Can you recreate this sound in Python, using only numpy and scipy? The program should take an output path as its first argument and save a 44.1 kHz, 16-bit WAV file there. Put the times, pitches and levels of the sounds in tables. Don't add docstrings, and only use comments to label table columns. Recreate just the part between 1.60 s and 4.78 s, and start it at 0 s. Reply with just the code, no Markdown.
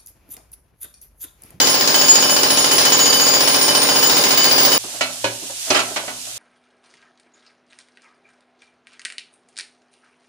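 import sys
import numpy as np
from scipy import signal
from scipy.fft import rfft, irfft, next_fast_len
from scipy.io import wavfile
from scipy.ndimage import uniform_filter1d

SR = 44100
rng = np.random.default_rng(int(sys.argv[2]) if len(sys.argv) > 2 else 0)


def rack_gain(trim_db):
    fader = np.asarray(trim_db, float)
    return 10 ** (fader / 20)


def waveform_to_disk(signal):
    frames = np.transpose(np.atleast_2d(signal))
    scaled = np.clip(frames, -1, 1) * 32767
    samples = np.round(scaled).astype(np.int16)
    wavfile.write(sys.argv[1], SR, samples)


N = 140238
FIRST_BLOW = -12


def unit(x):
    return x / np.sqrt(np.mean(x ** 2) + 1e-20)


def along(points, hz):
    point_hz, value = np.transpose(points)
    return np.interp(np.log(hz + 1), np.log(point_hz + 1), value)


def filtered(x, response):
    m = next_fast_len(x.shape[-1] + SR)
    hz = np.fft.rfftfreq(m, 1 / SR)
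    return irfft(rfft(x, m) * response(hz), m)[..., :x.shape[-1]]


def causal(spectrum):
    def response(hz):
        cepstrum = irfft(np.log(rack_gain(along(spectrum, hz)) + 1e-6))
        half = len(cepstrum) // 2
        cepstrum[1:half] *= 2
        cepstrum[half + 1:] = 0
        return np.exp(rfft(cepstrum))
    return response


# pitch_hz [Hz], time to fade by 60 dB fade_s [s]
ROOM_FADE = [(60, 0.35), (500, 0.94), (3000, 1), (8000, 0.39), (16000, 0.18)]
# pitch_hz [Hz], likeness [-1 to 1]
ROOM_LIKENESS = [(60, 1), (180, 0.91), (550, 0.35), (1650, -0.14), (4970, -0.075), (15000, 0.45)]


def room(x):
    rise_s = 0.0039
    hz, t, z = signal.stft(rng.standard_normal((2, SR // 2)), SR, nperseg=256)
    angle = np.arccos(np.clip(along(ROOM_LIKENESS, hz), -1, 1))[:, None] / 2
    mid, side = z[0] * np.cos(angle), z[1] * np.sin(angle)
    fade = rack_gain(-60 * t / along(ROOM_FADE, hz)[:, None]) * (1 - np.exp(-t / rise_s))
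    tail = signal.istft(np.array([mid + side, mid - side]) * fade, SR, nperseg=256)[1]
    tail = tail / np.linalg.norm(tail[0])
    delayed = np.pad(np.atleast_2d(x), ((0, 0), (150, 0)))
    return signal.fftconvolve(delayed, tail, axes=1)[:, :x.shape[-1]]


# blow number [count], lag_ms [ms]
BLOW_LAG = [(0, 1.5), (2, 3.3), (3, 1.5), (4, -2.3), (5, -3.3), (7, -2.2), (8, .5), (10, 2.6), (12, 1),
            (15, 3.7), (20, 4.5), (21, 2.8), (26, 4.4), (32, .4), (36, 2.2), (38, 5), (41, 1.6), (45, 0)]
# start_s [s], level_db [dB]
BLOW_FORCE = [(0, -20.5), (.2, -22.5), (.35, -20.5), (.6, -21), (.85, -21.5), (1.05, -21.5), (1.15, -20),
              (1.45, -21), (1.8, -21), (2.1, -20.5), (2.3, -21.5), (2.45, -20.5), (2.65, -21), (2.9, -21),
              (3.18, -20)]


def blows():
    period_s = .0693
    number = np.arange(FIRST_BLOW, int(N / SR / period_s) + 1)
    start_s = number * period_s + np.interp(number, *np.transpose(BLOW_LAG)) / 1000
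    force_db = np.interp(start_s, *np.transpose(BLOW_FORCE))
    return np.round((start_s + 1) * SR).astype(int), force_db


def rattle_delay(draw):
    return abs(.038 + 0.0096 * draw)


# pitch_hz [Hz], level_db [dB per Hz]
STONE_COLOUR = [(100, -23.5), (400, -1), (1200, -8), (3800, -2), (5300, 3.5), (7500, -3.5), (12500, -12.5),
                (15500, -23)]


def through_stone(x):
    return filtered(x, causal(STONE_COLOUR))


# start_s [s], peak level_db [dB]
CHIP_SNAPS = [(0.072, -9), (0.143, -6), (0.2104, -23), (0.2753, 14), (0.3448, -1), (0.415, -1),
              (0.4833, 10), (0.5559, 15), (0.6018, -6), (0.6973, 4), (0.7652, -4), (0.8332, 18),
              (0.9028, -7), (1.044, 12), (1.1134, -8), (1.1822, 8), (1.2531, -7), (1.3219, -4),
              (1.3912, -5), (1.4575, -9), (1.528, 4), (1.5976, -1), (1.6677, 4), (1.7379, -7),
              (1.8112, -16), (1.8756, -16), (2.0123, 1), (2.0876, 3), (2.1505, -14), (2.2199, -3),
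              (2.2896, -13), (2.358, -8), (2.4273, -10), (2.4963, -6), (2.5686, -12), (2.6268, 7),
              (2.7082, -13), (2.7766, -10), (2.981, -17), (3.0508, -6), (3.1212, -11)]


def snaps():
    snap_db, fade_s = -15, 0.006
    out = np.zeros((2, N + 2 * SR))
    t = np.arange(SR // 50) / SR
    for start_s, level_db in CHIP_SNAPS:
        i = int((start_s + 1) * SR)
        burst = rack_gain(level_db + snap_db - 60 * t / fade_s) * rng.standard_normal((2, len(t)))
        out[:, i:i + len(t)] += burst
    return through_stone(out[:, :N + SR])


CHISEL_PITCHES = [3025, 4769, 4830, 5435, 6819, 6928, 9086, 9295, 10751, 11578, 11922, 14186, 14654, 15482]
# level_db [dB], fade_s [s to -60 dB], pitch scatter under load_hz [Hz],
# share kept through the next blow [0 to 1], rattle kick_db [dB]
CHISEL_RINGS = [(-36.5, 0.3, 15, 0.14, -3.5), (-34, 1.4, 2.09, 0.49, 2.5), (-34, 0.29, 22.9, 0.073, -9),
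                (-35.5, 0.69, 8.96, 0.15, 1), (-33, 0.51, 8.68, 0.13, -14), (-29, 0.22, 5.36, 0.44, 9.5),
                (-39.5, 0.66, 4.4, 0.38, -1), (-41, 0.82, 51, 0.23, 4), (-35.5, 1, 5, 0.2, -0.5),
                (-50.5, 1.7, 8.3, 0.14, -3), (-49, 0.9, 5.7, 0.26, 2), (-47, 0.53, 5, .3, -4),
                (-47, .4, 7.96, .3, -6), (-31.5, 1, 3.5, 0.39, -4)]
CHISEL_SEATING = {"3025": [(1, 4, -5), (10, 10, 5), (17, 17, -8), (19, 23, 3), (36, 38, -6), (39, 40, 6)],
                  "4769": [(6, 8, 4), (12, 12, -9), (15, 17, -4), (20, 21, 7), (23, 25, 4), (26, 29, -5),
                  (32, 38, -5), (39, 43, 5), (2, 3, -4)], "5435": [(9, 9, 6), (18, 18, 5), (26, 26, 5),
                  (28, 31, 3), (37, 45, -4)], "6819": [(0, 1, -14), (5, 6, 4), (7, 12, -4), (19, 25, 8),
                  (29, 31, -9), (34, 34, -8), (35, 36, 7), (40, 41, 7)], "6928": [(0, 0, 7), (7, 8, 8),
                  (10, 10, 6), (14, 14, 7), (18, 20, -7), (22, 24, -6), (26, 26, -8), (41, 45, -5)],
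                  "9086": [(0, 7, -7), (20, 24, 5), (27, 29, 9), (31, 32, 13), (33, 35, 5), (38, 45, -5)],
                  "10751": [(2, 4, -5), (9, 9, 7), (12, 13, 7), (14, 18, 4), (23, 25, -5), (35, 36, -5)],
                  "14186": [(10, 13, -8), (16, 16, 10), (20, 24, 11), (38, 45, -10)], "15482": [(5, 5, 6),
                  (14, 15, -6), (21, 21, -9), (30, 30, -5), (35, 45, 3)]}
CHISEL_SIDES = [(.9, 1.2), (.1, .9), (.4, 1.9), (-.9, 1.5), (-1.3, .3), (-2.1, .3), (0, .45), (-1.7, 1.6),
                (1.7, .6), (1, 1), (-1, 1), (-1.7, .65), (1, 1), (.6, .7)]


def chisel(at, force_db):
    ring_db, scatter_db, lean_db, wet_db, rise_s = 6, 1.5, 2, -9, .004
    flutter_s, flutter_depth = .008, .45
    hz = np.array(CHISEL_PITCHES)[:, None]
    level_db, fade_s, load_hz, kept, rattle_db = np.transpose(CHISEL_RINGS)[:, :, None]
    lag, wander = np.transpose(CHISEL_SIDES)[:, :, None]
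    draw = rng.standard_normal((len(at), 8, len(hz), 1))
    out = np.zeros((2, len(hz), N + SR))
    state = np.zeros(hz.shape, complex)
    ends = list(at[1:]) + [N + SR]
    for number, (i, end, blow_db, d) in enumerate(zip(at, ends, force_db, draw), FIRST_BLOW):
        t = np.arange(end - i) / SR
        seat_db = 0
        for pitch, stretches in CHISEL_SEATING.items():
            for first, last, boost_db in stretches:
                seat_db = seat_db + boost_db * (hz == int(pitch)) * (first <= number <= last)
        size = rack_gain(blow_db + seat_db + scatter_db * d[0])
        late = np.maximum(t - rattle_delay(d[3, 0]), 0)
        blow_kick = 1 - np.exp(-t / rise_s)
        rattle_kick = 1j * np.sign(d[2]) * (1 - np.exp(-late / rise_s))
        kick = blow_kick + rack_gain(rattle_db + 2 * d[4]) * rattle_kick
        kick = np.exp(1j * (np.angle(state) + d[1])) * kick
        ring = np.clip(kept, 0, 1) * state + size * kick
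        ring = ring * rack_gain(-60 * t / fade_s) * np.exp(2j * np.pi * (hz + load_hz * d[5]) * t)
        state = ring[:, -1:]
        lean = rack_gain(lean_db * d[7])
        out[0, :, i:end] = ring.imag * lean
        out[1, :, i:end] = (ring * np.exp(-1j * (lag + wander * d[6]))).imag / lean
    shake = uniform_filter1d(rng.standard_normal(out.shape[1:]), int(flutter_s * SR))
    shake = uniform_filter1d(shake, int(flutter_s * SR))
    out = out * (1 + flutter_depth * unit(shake))
    out = out / np.sqrt(np.mean(out ** 2, (0, 2)))[:, None]
    near = np.sum(rack_gain(level_db + ring_db) * out, 1)
    return near + rack_gain(wet_db) * room(near)


def stone(at, force_db):
    crack_db, crack_fade_s, crush_db, crush_fade_s = 2.5, 0.087, -12, 0.16
    scatter_db, colour_db, rattle_db, wet_db = -0.7, 0, -19, -1
    treble_life, treble_hz = .6, 7000
    length = SR // 8
    shape = np.zeros((2, N + 2 * SR))
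    t = np.arange(length) / SR / np.array([[1], [treble_life]])
    burst = rack_gain(-60 * t / crack_fade_s) + rack_gain(crush_db - 60 * t / crush_fade_s)
    draw = rng.standard_normal((len(at), 4))
    for i, blow_db, d in zip(at, force_db, draw):
        tilt_db = colour_db * np.array([[d[1]], [-d[1]]])
        shape[:, i:i + length] += rack_gain(blow_db + scatter_db * d[0] + tilt_db) * burst
        j = i + int(SR * rattle_delay(d[2]))
        shape[:, j:j + length] += rack_gain(blow_db + rattle_db + 1.2 * d[3]) * burst
    bass, treble = rng.standard_normal((2, 2, N + SR)) * shape[:, None, :N + SR]

    def low(hz):
        return 1 / (1 + (hz / treble_hz) ** 4)

    grit = through_stone(filtered(bass, low) + filtered(treble, lambda hz: 1 - low(hz)))
    both = grit + rack_gain(wet_db) * room(grit[0])
    return rack_gain(crack_db + force_db.mean()) * unit(both)


# pitch_hz [Hz], level_db [dB per Hz]
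SLAB_COLOUR = [(30, -74), (64, -50), (85, -13.5), (130, -5), (200, -7), (255, -4), (420, -3.5), (750, -4.5),
               (1100, -10.5), (1600, -4.5), (2500, -36.5), (5000, -61.5)]
# pitch_hz [Hz], width_hz [Hz], level_db [dB]
ROOM_RESONANCES = [(163, 9.4, -6), (269.6, 29, 3), (329.3, 5.1, -5.5), (398.7, 11.5, 6.5), (477.8, 7.1, 11.5),
                   (532, 5.2, -3.5), (583.6, 8.9, 3.5), (844, 71, 3.5), (1038, 24, 12)]
# delay_s [s], level_db [dB]
WALL_ECHOES = [
    (.0036, -5),
    (.0071, -9),
    (0.0091, -1.5),
    (0.0124, -9),
    (0.031, -4),
    (.039, -4.5),
    (0.0474, -6),
]


def thud(at, force_db):
    thud_db, wet_db, rings_db, scatter_db = -3.5, 6.5, -1.5, 1
    push = np.zeros(N + SR)
    push[at] = rack_gain(force_db + scatter_db * rng.standard_normal(len(at)))

    def room_resonances(hz):
        total = 0
        for pitch_hz, width_hz, level_db in ROOM_RESONANCES:
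            damping = 1j * hz * width_hz
            total = total + rack_gain(level_db) * damping / (pitch_hz ** 2 - hz ** 2 + damping)
        return 1 + rack_gain(rings_db) * total

    def echoes(hz):
        return 1 + sum(rack_gain(level_db) * np.exp(-2j * np.pi * hz * delay_s) for delay_s, level_db in WALL_ECHOES)

    near = filtered(filtered(push, causal(SLAB_COLOUR)), room_resonances)
    both = filtered(near, echoes) + rack_gain(wet_db) * room(near)
    return rack_gain(thud_db + force_db.mean()) * unit(both)


# pitch_hz [Hz], level_db [dB]
SIDE_LEAN = [(60, 0), (150, -0.5), (380, -2), (950, -4.5), (2380, -1.5), (5980, 3.5), (15000, -8.5)]


def scene():
    at, force_db = blows()
    mix = snaps() + chisel(at, force_db) + stone(at, force_db) + thud(at, force_db)
    leaning = filtered(mix, lambda hz: rack_gain(along(SIDE_LEAN, hz) * np.array([[.5], [-.5]])))
    return leaning[:, SR:]


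def low_pass(x):
    return signal.sosfilt(signal.butter(12, 16630, fs=SR, output="sos"), x)


def record(dry):
    gain_db, ceiling, knee, top_hz = 1.5, 0.79, 7, 15750
    x = rack_gain(gain_db) * dry
    x = x / (1 + abs(x / ceiling) ** knee) ** (1 / knee)
    mix = filtered(x, lambda hz: hz < top_hz)
    return low_pass(mix)


dry = scene()
out = record(dry)
waveform_to_disk(out)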